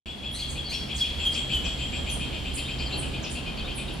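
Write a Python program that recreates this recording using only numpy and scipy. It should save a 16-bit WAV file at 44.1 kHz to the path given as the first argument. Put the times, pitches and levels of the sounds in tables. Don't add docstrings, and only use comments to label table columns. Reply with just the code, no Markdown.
import sys
import numpy as np
from scipy import signal
from scipy.fft import rfft, irfft
from scipy.io import wavfile
from scipy.ndimage import uniform_filter1d

SR = 44100
rng = np.random.default_rng(int(sys.argv[2]) if len(sys.argv) > 2 else 0)


def dump_mix(stems):
    frames = np.atleast_2d(stems).T
    limited = np.clip(frames, -1, 1)
    pcm = np.round(limited * 32767).astype(np.int16)
    wavfile.write(sys.argv[1], SR, pcm)


N = 176400
T = np.arange(N) / SR

# (time [s], frequency [Hz])
SINKING_PITCH = [(0, 3330), (1.1, 3313), (2, 3234), (3, 3140), (4, 3140)]


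def from_db(db):
    return 10 ** (np.asarray(db) / 20)


def rms_one(x):
    return x / np.sqrt(np.mean(x ** 2) + 1e-20)


def curve(rows, at):
    return np.interp(at, *np.transpose(rows))


def drift(rate_hz, size=N):
    pole = np.exp(-16 * np.pi * rate_hz / SR)
    white = rng.standard_normal(size // 8 + 4002)
    slow = rms_one(signal.lfilter([1], [1, -2 * pole, pole * pole], white))[4000:]
    return np.interp(np.arange(size) / 8, np.arange(len(slow)), slow)


def noise(spectrum):
    coherence = [(30,0.87),(80,0.93),(170,0.81),(350,0.37),(700,0.32),(1400,0.23),(4000,0.58),(10000,0)]   # (frequency [Hz], left-right correlation [0-1])
    hz = np.arange(N // 2 + 1) * SR / N + 1e-3

    def per_bin(rows):
        knots_hz, values = np.transpose(rows)
        return np.interp(np.log(hz), np.log(knots_hz), values)

    band_edges = np.sqrt((1 + (hz / spectrum[-1][0]) ** 16) * (1 + (spectrum[0][0] / hz) ** 8))
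    mid, side = rfft(rng.standard_normal((2, N))) * from_db(per_bin(spectrum)) / band_edges
    alike = per_bin(coherence)
    return rms_one(irfft(np.sqrt(1 + alike) * mid + np.sqrt(1 - alike) * side * [[1], [-1]], N))


def place(x, pan_db, lag_ms):
    hz = np.arange(N // 2 + 1) * SR / N
    delayed = irfft(rfft(x) * np.exp(-2j * np.pi * hz * lag_ms / 1000), N)
    return np.array([x * from_db(pan_db / 2), delayed * from_db(-pan_db / 2)])


def garden(x, direct_db, wet_db, t60_s, alike, pan_db, lag_ms, build_s=0.005):
    t = T[:SR]
    fade = from_db(-60 * t / t60_s) * (1 - np.exp(-(t / build_s) ** 2))
    tails = rng.standard_normal((3, SR)) * fade / np.linalg.norm(fade) * from_db(wet_db)
    shared, left, right = [signal.fftconvolve(x, tail)[:N] for tail in tails]
    coherent = from_db(direct_db) * x + np.sqrt(alike) * shared
    return place(coherent, pan_db, lag_ms) + np.sqrt(1 - alike) * np.array([left, right])


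def note(length, pitches, jitter, partials_db=(0,), crest=0.19, jitter_hz=260):
    progress = np.linspace(0, 1, int(length * SR))
    path = np.interp(progress, np.linspace(0, 1, len(pitches)), pitches)
    glide = uniform_filter1d(path, len(path) // len(pitches), mode="nearest")
    hz = glide * (1 + jitter * drift(jitter_hz, size=SR // 8)[:len(path)])
    phase = 2 * np.pi * (np.cumsum(hz) / SR + rng.random())
    swell = np.sin(np.pi * np.interp(progress, [0, crest, 1], [0, 0.5, 1]))
    tone = sum(from_db(db) * np.sin(k * phase)
               for k, db in enumerate(partials_db, 1) if k * min(pitches) < SR / 3)
    return np.sqrt(2) * swell * tone


def calls(rows, partials_db=(0,)):
    out = np.zeros(N)
    for start, length, db, *pitches, jitter in rows:
        add(out, start, db, note(length, pitches, jitter, partials_db, crest=0.45, jitter_hz=390))
    return out


def add(out, start, db, x):
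    i = int(start * SR)
    out[i:i + len(x)] += from_db(db) * x[:max(N - i, 0)]


def detune(hz, spread, size=None):
    return np.array(hz) * (1 + spread * rng.standard_normal(size))


def wind():
    spectrum = [(15, -36), (25, -9), (65, 0), (85, -9.5), (119, -11.5), (177, -10), (240, -10),
                (454, -18.5), (700, -20), (1140, -26.5), (1700, -28.5), (2470, -66)]
    levels = [(0.08, -40), (1.65, -34.5), (4.0, -35)]   # (time [s], level [dB])
    return from_db(curve(levels, T) + drift(5.0)) * noise(spectrum)


def hum():
    tones = [(71.84,-43.5,5.3),(131.5,-47,2.13)]   # (frequency [Hz], level [dB], width [Hz])
    out = np.zeros(N)
    for hz, db, width in tones:
        phase = 2 * np.pi * hz * T
        out += from_db(db) * (drift(width) * np.sin(phase) + drift(width) * np.cos(phase))
    return out


def hiss():
    spectrum = [(1900,7.5),(3000,13),(4400,6),(5700,-3.5),(9500,-7),(12000,-11),(14500,-25.5)]   # (frequency [Hz], relative spectral density [dB])
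    return from_db(-44) * noise(spectrum)


def background():
    swell = from_db(curve([(0, -3.5), (0.8, 0.5), (1.15, 3.5), (4, 0.5)], T))
    low = wind() + swell * hum()
    rumble = signal.sosfilt(signal.butter(1, 200, fs=SR, output="sos"), low)
    lean_right = 0.19 * rumble * [[-1], [1]]
    return low + lean_right + swell * hiss()


def insect():
    levels = [(0,-44),(.8,-47),(1.1,-36.5),(1.7,-42),(2.5,-41.5),(3.3,-50),(4,-52)]   # (time [s], level [dB])
    pulse_hz = 52 * (1 + 0.145 * drift(10.4))
    pulse = 1 + 0.68 * np.sin(2 * np.pi * np.cumsum(pulse_hz) / SR)
    carrier_hz = curve(SINKING_PITCH, T) * (1 + 0.01267 * drift(154.0))
    carrier = np.sin(2 * np.pi * np.cumsum(carrier_hz) / SR)
    trill = from_db(curve(levels, T)) * pulse * carrier
    return garden(trill, -1.3, -3.0, t60_s=0.67, alike=0.69, pan_db=3.0, lag_ms=0.017)


def high_chips():
    # (time [s], length [s], level [dB], start, middle, end [Hz], second voice [dB])
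    slurs = [(0.308,0.06,-42.5,10640,9470,7000,-3),(1.306,0.045,-42,8440,8520,5500,-5),(1.349,.028,-44,9500,8800,7640,-8),(1.638,0.034,-42,6870,5830,4500,-8),
             (2.087,0.057,-35.5,10950,10150,7900,-12),(2.093,0.014,-39.5,5960,6600,5460,-8),(2.965,0.042,-35,10600,9660,7450,-13),(3.22,0.039,-40,7900,5720,4370,-8),(3.742,0.045,-38.5,10250,10160,7230,-13)]
    hooks = [(0.481,0.053,-41.5,8970),(0.942,0.054,-40.5,8660),(2.533,.05,-36.5,9870),(3.294,.052,-41,9600)]
    hook_shape = (0.52, 0.98, .88, .66, 1, 0.92, 0.35)
    slur_ratio, hook_ratio, jitter = 1.14, 1.17, 0.009
    out = np.zeros(N)
    for start, length, db, *pitches, second_db in slurs:
        for ratio, voice_db in ((1, 0), (slur_ratio, second_db)):
            add(out, start, db + voice_db, note(length, ratio * np.array(pitches), jitter, crest=0.82))
    for start, length, db, top_hz in hooks:
        for ratio, voice_db in ((1, 0), (hook_ratio, -3.5)):
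            pitches = ratio * top_hz * np.array(hook_shape)
            add(out, start, db + voice_db, note(length, pitches, jitter, (0, -11.5), crest=0.42))
    return garden(out, -1, -0.5, t60_s=0.37, alike=0.11, pan_db=-2.5, lag_ms=-0.034, build_s=0.008)


def whistles():
    # (time [s], length [s], level [dB], start, middle, end [Hz], jitter [share of pitch])
    notes = [(.636,0.069,-40,4400,4620,3840,0.03),(1.32,0.052,-40,4500,4960,4370,0.1),(2.572,0.037,-41,5200,4400,3820,0.04),(2.645,0.039,-41,3300,3670,4000,0.03),(2.78,.045,-39,4040,4700,5000,0.07),(2.85,0.045,-40.5,4800,4400,4180,0.05),
             (2.912,0.053,-36.5,3480,4250,3820,0.006),(2.916,.056,-40.5,4130,4520,4320,0),(3.568,0.045,-43,4750,4350,3300,0.04),(3.64,0.036,-42,3380,3620,4030,0.03),(3.87,0.033,-42.5,3950,3740,3420,0),(3.92,0.042,-53,11100,10950,10700,0.008)]
    return garden(calls(notes), 0, -1.5, t60_s=0.21, alike=1.0, pan_db=4.0, lag_ms=0.02)


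def nasal_calls():
    # (time [s], length [s], level [dB], start, middle, end [Hz], jitter [share of pitch])
    notes = [(.334,0.0486,-38.5,1850,2075,2140,0.04),(.378,0.0492,-37.5,2258,2165,2040,0.07),(.69,0.0447,-34.5,2063,2197,2340,0.03),(.724,0.044,-40,2626,2805,2580,0.03),(.968,.065,-39.5,2674,2335,2035,.16)]
    partials_db = (-14.5, 4.5, -9, -12, -22, -19)
    voice = calls(notes, partials_db)
    return garden(voice, -4, -2.1, t60_s=0.64, alike=0.75, pan_db=2.5, lag_ms=0.023)


def peeps():
    # (time [s], length [s], level [dB], start, middle, end [Hz], overtone gain [dB])
    notes = [(1.004,0.032,-24.5,3425,3340,3240,-34),(1.246,0.0458,-25,3234,3270,3160,-24),(1.521,0.059,-28.5,3080,3096,2950,-21)]
    overtones_db = (-4, -0.5, -3)
    out = np.zeros(N)
    for start, length, db, *pitches, overtone_gain_db in notes:
        partials_db = (3, *(overtone_gain_db + np.array(overtones_db)))
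        clear = note(length, pitches, jitter=0.008, partials_db=partials_db, crest=0.73)
        hoarse = note(length, pitches, jitter=0.061, partials_db=(5, -15, -13, -22))
        add(out, start, db, clear)
        add(out, start, db - 12, hoarse)
    return garden(out, 0, -2.9, t60_s=0.54, alike=0.76, pan_db=1.0, lag_ms=0.026)


def chirp_run():
    chirps = [(0.051,-47.5,-37),(0.224,-46,-32),(.385,-46,-31),(0.546,-46.5,-32.5),(0.712,-41.5,-31.5),(0.885,-42.5,-32),(1.032,-41,-36),
              (1.186,-40,-30.5),(1.34,-39,-26.5),(1.492,-37,-29),(1.635,-39,-30.5),(1.78,-40,-30.5),(1.92,-40.5,-33.5),(2.06,-40.5,-34),
              (2.195,-41.5,-34.5),(2.32,-40.5,-48),(2.445,-41.5,-53),(2.565,-40.5,-48),(2.675,-40,-37),(2.789,-40.5,-37.5),(2.90,-41,-37.5),
              (3.015,-41.5,-58),(3.125,-42.5,-49),(3.235,-41,-53),(3.346,-41.5,-54),(3.452,-42,-51),(3.565,-43.5,-41),(3.669,-43,-40),(3.77,-42,-56),(3.874,-44.5,-57)]
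    overtone_levels = [(1.05,-57),(1.19,-42),(1.95,-43),(2.35,-54),(2.85,-47),(3.2,-60)]
    # (pitch at start, middle, end [Hz], gain [dB], jitter [share of pitch])
    rasp_bands = [((2443, 2673, 2405), -1.5, 0.0526),
                  ((2908, 3191, 3090), 2, 0.0896),
                  ((4150, 4350, 5000), -7.5, 0.0896)]
    upslur_s, rasp_s, top_s = 0.0366, 0.0708, 0.0655
    rasp_delay_s, top_delay_s, upslur_fade_db_per_s = 0.002, 0.018, 0.5
    rasp, top, overtone = np.zeros((3, N))
    for start, rasp_db, top_db in chirps:
        upslur = note(upslur_s, detune((2285, 2521, 2740), 0.027), jitter=0.027, crest=0.32)
        add(rasp, start, rasp_db - 2 - upslur_fade_db_per_s * start, upslur)
        for pitches, band_db, jitter in rasp_bands:
            band = note(rasp_s, detune(pitches, 0.0302, size=3), jitter, jitter_hz=450)
            add(rasp, start + rasp_delay_s, rasp_db + band_db, band)
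        top_hz = detune(curve(SINKING_PITCH, start), 0.0082, size=3)
        add(top, start + top_delay_s, top_db, note(top_s, top_hz, jitter=0.02))
        thin_tone = note(top_s, (7220, 7610, 7560), jitter=0.021)
        add(overtone, start + rasp_delay_s, curve(overtone_levels, start), thin_tone)
    return (garden(rasp, -1, -1.95, t60_s=0.33, alike=0.81, pan_db=5.0, lag_ms=0.028)
            + garden(top, -9.5, -0.7, t60_s=0.31, alike=0.35, pan_db=6.5, lag_ms=0.025)
            + garden(overtone, -5.0, -0.14, t60_s=0.57, alike=0.52, pan_db=1, lag_ms=0.015))


def scene():
    return chirp_run() + insect() + peeps() + nasal_calls() + whistles() + high_chips() + background()


def record(dry):
    opening_s, stopband_hz = 0.058, 15500
    for hz, q in ((3930, 50), (7900, 160)):
        dry = signal.lfilter(*signal.iirnotch(hz, q, fs=SR), dry)
    gate = np.where(T < opening_s, from_db(-63), 1)
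    lowpass = signal.cheby2(14, 70, stopband_hz, fs=SR, output="sos")
    return signal.sosfilt(lowpass, dry * gate)


dry = scene()
out = record(dry)
dump_mix(out)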